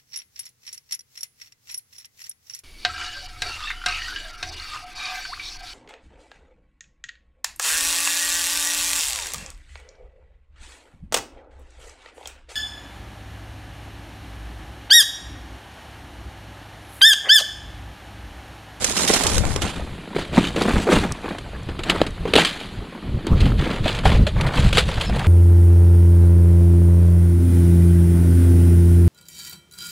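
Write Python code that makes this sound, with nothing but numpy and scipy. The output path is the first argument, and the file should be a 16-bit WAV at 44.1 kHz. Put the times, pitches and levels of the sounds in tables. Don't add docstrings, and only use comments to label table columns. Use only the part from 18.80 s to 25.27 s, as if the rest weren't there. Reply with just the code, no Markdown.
import sys
import numpy as np
from scipy import signal
from scipy.fft import rfft, irfft, next_fast_len
from scipy.io import wavfile
from scipy.ndimage import uniform_filter1d, map_coordinates

SR = 44100
rng = np.random.default_rng(int(sys.argv[2]) if len(sys.argv) > 2 else 0)


def int16_out(signal):
    q = np.round(np.clip(np.atleast_2d(signal).T, -1, 1) * 32767)
    wavfile.write(sys.argv[1], SR, q.astype(np.int16))


N = 285309
TIME_S = np.arange(N) / SR

# start_s, hold_s, stems_db, crust_db
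CRUNCHES = [(0.0, 0.12, -32.5, -33.5), (0.142, 0.1, -29.5, -27), (0.256, 0.14, -29.5, -25.5),
            (0.379, 0.2, -31, -27), (0.592, 0.17, -42.5, -31.5), (0.804, 0.1, -33, -30),
            (0.953, 0.029, -39, -31.5), (1.346, 0.075, -33.5, -31.5), (1.515, 0.16, -29.5, -27.5),
            (1.735, 0.3, -31.5, -25), (2.095, 0.077, -25.5, -21.5), (2.204, 0.041, -36.5, -24),
            (2.415, 0.12, -47, -32.5), (3.028, 0.2, -34.5, -30.5), (3.568, 0.05, -17.5, -23.5),
            (3.655, 0.019, -25, -38.5), (3.798, 0.021, -36.5, -37), (4.35, 0.18, -58, -48.5),
            (4.548, 0.14, -36.5, -34), (4.773, 0.089, -33.5, -30), (4.882, 0.076, -33.5, -29),
            (5.02, 0.14, -30.5, -30), (5.229, 0.12, -29, -25.5), (5.53, 0.32, -38, -28),
            (5.717, 0.16, -28.5, -29), (5.943, 0.045, -25.5, -29), (6.046, 0.21, -33.5, -32.5),
            (6.268, 0.4, -36, -30)]
ATTACK_SHARE, SAG_DB_PER_S, RELEASE_DB_PER_S = 0.23, 9, 263
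SETTLE_DB, SETTLE_DB_PER_S = -11, 70


def pushes(levels_db):
    t = np.arange(SR // 2) / SR
    power = np.zeros(N + SR)
    for (start_s, hold_s, *_), level_db in zip(CRUNCHES, levels_db):
        after_s = np.maximum(t - hold_s, 0)
        release = amp(-2 * RELEASE_DB_PER_S * after_s)
        settling = amp(2 * (SETTLE_DB - SETTLE_DB_PER_S * after_s))
        attack = np.minimum(t / (ATTACK_SHARE * hold_s), 1)
        swell = amp(level_db - SAG_DB_PER_S * np.minimum(t, hold_s)) * attack
        power[round(start_s * SR):][:len(t)] += swell ** 2 * (release + settling)
    return np.sqrt(power[:N])


# start_s, stems_db, thud_db, t60_s
SNAPS = [(0.043, -15, -24, 0.024), (0.275, -23, -54, 0.14), (.3, -29, -11, 0.015), (0.335, -23, -44, 0.098),
         (0.436, -20, -25, 0.026), (0.4666, -20.5, -54, 0.032), (0.5806, -14.5, -35, 0.0072),
         (0.6524, -14.5, -10, 0.0033), (0.761, -16, -18, 0.012), (0.8181, -22, -27, 0.044),
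         (1.348, -40, -26, 0.023), (1.363, -43, -11, 0.014), (1.578, -23, -5, 0.027),
         (1.761, -25, -23, 0.04), (1.819, -20, -40, 0.029), (1.853, -66, -14, 0.015),
         (1.883, -50, -9.5, 0.012), (2.069, -40, -19.5, 0.11), (2.088, -40, -14.5, 0.064),
         (2.119, -29, -19, 0.085), (2.162, -33, -18, 0.027), (2.233, -45, -19, 0.033),
         (2.488, -34, -44, 0.04), (2.584, -26.5, -35, 0.024), (2.887, -39, -32.5, 0.082),
         (2.9907, -27, -29.5, 0.051), (3.035, -20, -43, 0.032), (3.0969, -7.5, -20.5, 0.048),
         (3.2159, -5, 3, 0.0062), (3.265, -24.5, -31, 0.038), (3.453, -39, -21, 0.048),
         (3.475, -37, -33, 0.27), (3.5355, -9.5, -14.5, 0.04), (3.5541, -8, -13, 0.052),
         (3.5623, -4.5, -4, 0.012), (3.582, -8, -4, 0.0068), (3.6486, -8, -42, 0.025),
         (4.291, -71, -45, 0.025), (4.467, -32, -30, 0.11), (4.604, -20.5, -39, 0.061),
         (4.655, -27, -37, 0.043), (4.719, -48, -21, 0.016), (5.058, -45, -18.5, 0.044),
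         (5.079, -16, -26, 0.019), (5.1873, -22, -31, 0.035), (5.254, -19.5, -12.5, 0.057),
         (5.467, -22, -25.5, 0.085), (5.6105, -13, -24, 0.024), (5.665, -25.5, -40, 0.06),
         (5.9278, -15, -26, 0.051), (5.9716, -6, -14.5, 0.015), (5.98, -10, -20.5, 0.083),
         (6.087, -30, -27.5, 0.04), (6.21, -20.5, -68, 0.067), (6.296, -28, -20, 0.016),
         (6.393, -22, -44, 0.022)]
# time_s, tips_over_stems_db, deep_over_crust_db, hollow_centre_hz
COLOUR_DRIFT = [(0, 2.5, -2.5, 454), (.75, 3, -2, 475), (.85, -5, -4, 408), (1.3, -12.5, 3.5, 365),
                (2.1, -6.5, 2, 411), (2.9, -13.5, -3.5, 330), (3.7, -12.5, -1, 360), (4.5, -16, 9, 412),
                (5, -13.5, -2.5, 516), (6.47, -10.5, -28, 688)]
# freq_hz, relative_db
CRUST_COLOUR = [(250, -23), (420, -2.5), (930, -6), (2500, -15), (3300, -49.5)]
# freq_hz, relative_db
DEEP_COLOUR = [(100, -39), (170, 0.5), (330, -3), (520, -18), (900, -58)]
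CRUST_REST_DB = -43.5


def crust():
    start_s, _, thud_db, t60_s = np.transpose(SNAPS)
    _, deep_db, hollow_centre_hz = curves(COLOUR_DRIFT)
    lumps = unit(1.0 + crackle(rate_hz=89, spread_db=3.5, t60_s=0.031))
    crush = np.hypot(pushes(np.transpose(CRUNCHES)[3]), amp(CRUST_REST_DB)) * lumps
    thud = snap_envelope(start_s, thud_db, 1.03 * t60_s)

    upper_noise = patchy(ports(0.53, left_db=-14.0), depth_db=2.0)
    upper = coloured((crush + amp(-2) * thud) * upper_noise, CRUST_COLOUR)
    lower_env = amp(deep_db) * (crush + amp(-0.5) * thud)
    lower = coloured(lower_env * ports(1.0, left_db=0.0), DEEP_COLOUR)

    latest = np.maximum(np.searchsorted(start_s, TIME_S) - 1, 0)
    detune = np.exp(rng.normal(0, 0.18, len(start_s)))
    hollow_hz = hollow_centre_hz[np.round(start_s * SR).astype(int)] * detune
    phase = 2 * np.pi * hollow_hz[latest] * (TIME_S - start_s[latest])
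    ring = np.sin(phase + 1.2 * wobble(160))
    lowpass = signal.butter(2, 1200, fs=SR, output="sos")
    return upper + lower + amp(9.0) * signal.sosfilt(lowpass, thud * ring)


# freq_hz, relative_db
HEARD_STEMS_COLOUR = [(600, -37), (1200, -4.5), (2200, -3), (3100, 0.5), (4300, -4.5), (5000, -11.5),
                      (5400, -35), (7000, -40.5)]
# freq_hz, relative_db
HEARD_TIPS_COLOUR = [(3500, -4), (5500, 0), (7400, 1.5), (10900, -5.5), (12000, -15.5), (14000, -18.5),
                     (16000, -45)]
# start_s, level_db
TICKS = [(2.3212, -13), (2.832, -35), (3.307, -35), (4.468, -19)]
TICK_T60_S = 0.0075
STEMS_REST_DB = -47.5
SNAP_TIPS_DB = -0.5
CRACK_DB = 7.5


def brush():
    start_s, stems_db, _, t60_s = np.transpose(SNAPS)
    grains = unit(.9 + crackle(rate_hz=300, spread_db=3, t60_s=0.02))
    rub = np.hypot(pushes(np.transpose(CRUNCHES)[2]) * grains, amp(STEMS_REST_DB))
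    snaps = snap_envelope(start_s, stems_db, t60_s)
    crack = np.bincount(np.round(start_s * SR).astype(int), amp(stems_db + CRACK_DB), N)
    crack = crack * amp([[-4], [4]])

    stem_noise = patchy(ports(0.28, left_db=-5.5), depth_db=2.0)
    stems = coloured(crack + (rub + snaps) * stem_noise, HEARD_STEMS_COLOUR)

    ticks = snap_envelope(*np.transpose(TICKS), TICK_T60_S)
    tips_env = amp(curves(COLOUR_DRIFT)[0]) * (rub + amp(SNAP_TIPS_DB) * snaps) + ticks
    tip_noise = patchy(ports(-0.52, left_db=-4.5), depth_db=3.0)
    return stems + coloured(tips_env * tip_noise, HEARD_TIPS_COLOUR)


# start_s, length_s, from_hz, to_hz, level_db (before flutter)
SQUEAKS = [(4.48, 0.079, 974, 1210, -33.5), (6.252, 0.057, 5350, 4800, -39)]


def squeaks():
    out = np.zeros(N)
    flutter = amp(4 * wobble(150))
    for start_s, length_s, from_hz, to_hz, level_db in SQUEAKS:
        u = np.linspace(0, 1, round(length_s * SR))
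        phase = 2 * np.pi * np.cumsum(from_hz + (to_hz - from_hz) * u ** 2) / SR
        tone = np.sin(phase + 2 * wobble(318)[:len(u)])
        fade = np.sqrt(np.sin(np.pi * u).clip(0))
        out[round(start_s * SR):][:len(u)] += amp(level_db) * fade * tone
    return out * flutter


# time_s, level_db
WIND = [(0.0, -33.5), (0.45, -26), (0.5, -16.5), (1.22, -39), (2.18, -21), (2.41, -41.5), (2.62, -33),
        (2.96, -29), (3.5, -27), (3.71, -44.5), (3.98, -28.5), (4.16, -51), (4.32, -21.5), (4.48, -38),
        (4.51, -8.5), (5.17, -27.5), (5.35, -8.5), (5.4, -21), (5.93, -13), (5.98, -22)]
# time_s, left_over_right_db
WIND_SIDE = [(0, -1), (.38, -8), (.5, 16)]
# freq_hz, relative_db
RUMBLE_COLOUR = [(15, 3), (42, 6.5), (169, -1.5), (291, -15), (600, -24.5), (1300, -89)]
# freq_hz, relative_db
FIELD_COLOUR = [(40, 0), (150, -15), (300, 5), (1000, -6), (4300, -7), (5300, -35), (11000, -14.5),
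                (16000, -56)]


def wind():
    lumps = unit(amp(4 * wobble(22)))
    swell = amp(2.5 * wobble(4))
    rumble = coloured(ports(0.043, left_db=curves(WIND_SIDE)[0]), RUMBLE_COLOUR)
    buffet = amp(curves(WIND)[0]) * lumps * rumble
    return buffet + amp(-51.5) * swell * coloured(ports(0.3, left_db=6), FIELD_COLOUR)


def snap_envelope(starts_s, levels_db, t60s_s):
    t = np.arange(SR // 4) / SR
    rise = 1 - np.exp(-t / 0.00075)
    env = np.zeros(N + SR)
    for start_s, level_db, t60_s in np.broadcast(starts_s, levels_db, t60s_s):
        env[round(start_s * SR):][:len(t)] += amp(level_db - 60 * t / t60_s) * rise
    return env[:N]


def crackle(rate_hz, spread_db, t60_s):
    chance, size = rng.random((2, N))
    size_db = np.minimum(-spread_db * np.log(1 - size), 3 * spread_db)
    kicks = (chance < rate_hz / SR) * amp(size_db)
    return unit(np.sqrt(dying(kicks ** 2, t60_s / 2)))


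def dying(kicks, t60_s):
    return signal.lfilter([1], [1, -amp(-60 / (t60_s * SR))], kicks)


def patchy(pair, depth_db):
    z = signal.stft(pair, nperseg=512)[2]
    field = uniform_filter1d(rng.standard_normal(z.shape[1:]), size=3, axis=0)
    field = uniform_filter1d(field, size=3, axis=1)
    gain = unit(amp(depth_db * unit(field)))
    return signal.istft(z * gain, nperseg=512)[1][:, :N]


def ports(alike, left_db):
    shared, other = rng.standard_normal((2, N))
    left = amp(left_db / 2) * (alike * shared + np.sqrt(1 - alike ** 2) * other)
    right = amp(-left_db / 2) * shared
    return np.array([left, right]) / np.std((left + right) / 2)


def coloured(x, spectrum):
    pulse = pulse_of(spectrum)
    pulse = pulse / np.linalg.norm(pulse)
    return signal.fftconvolve(x, pulse[None], axes=1)[:, :N]


def pulse_of(spectrum):
    size = 4096
    freq_hz, db = np.transpose(spectrum)
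    bins_hz = np.fft.rfftfreq(size, 1 / SR)
    gain = amp(np.interp(np.log(bins_hz + 1), np.log(freq_hz + 1), db, left=-70))
    ceps = irfft(np.log(gain + 1e-6))
    ceps[1:size // 2] *= 2
    ceps[size // 2 + 1:] = 0
    return irfft(np.exp(rfft(ceps)))


def wobble(rate_hz):
    knots = rng.standard_normal(int(N * rate_hz / SR) + 4)
    return map_coordinates(knots, [np.arange(N) * rate_hz / SR])


def curves(rows):
    time_s, *columns = np.transpose(rows)
    return [np.interp(TIME_S, time_s, column) for column in columns]


def amp(db):
    return 10 ** (np.asarray(db) / 20)


def unit(x):
    return x / np.sqrt(np.mean(x ** 2) + 1e-20)


def scene():
    return crust() + brush() + squeaks() + wind()


# time_s, wide_share_db
WIDTH = [(0, -1), (.8, -3), (1.05, -17), (1.4, -41), (1.9, -75)]
TOP_HZ = 16180


def record(dry):
    wide = amp(curves(WIDTH)[0])
    mid, side = (dry[0] + dry[1]) / 2, (dry[0] - dry[1]) / 2
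    top = signal.sosfilt(signal.butter(24, 11500, "high", fs=SR, output="sos"), side)
    treble = signal.sosfilt(signal.butter(6, 4500, "high", fs=SR, output="sos"), side)
    narrow_side = amp(-5) * top + amp(-31.0) * treble
    centred = np.array([mid + narrow_side, mid - narrow_side])
    pair = wide * dry + (1 - wide) * centred
    pair = .96 * pair / (1 + np.abs(pair) ** 6) ** (1 / 6)
    size = next_fast_len(N + SR)
    passed = np.fft.rfftfreq(size, 1 / SR) < TOP_HZ
    return irfft(rfft(pair, size) * passed, size)[:, :N]


dry = scene()
out = record(dry)
int16_out(out)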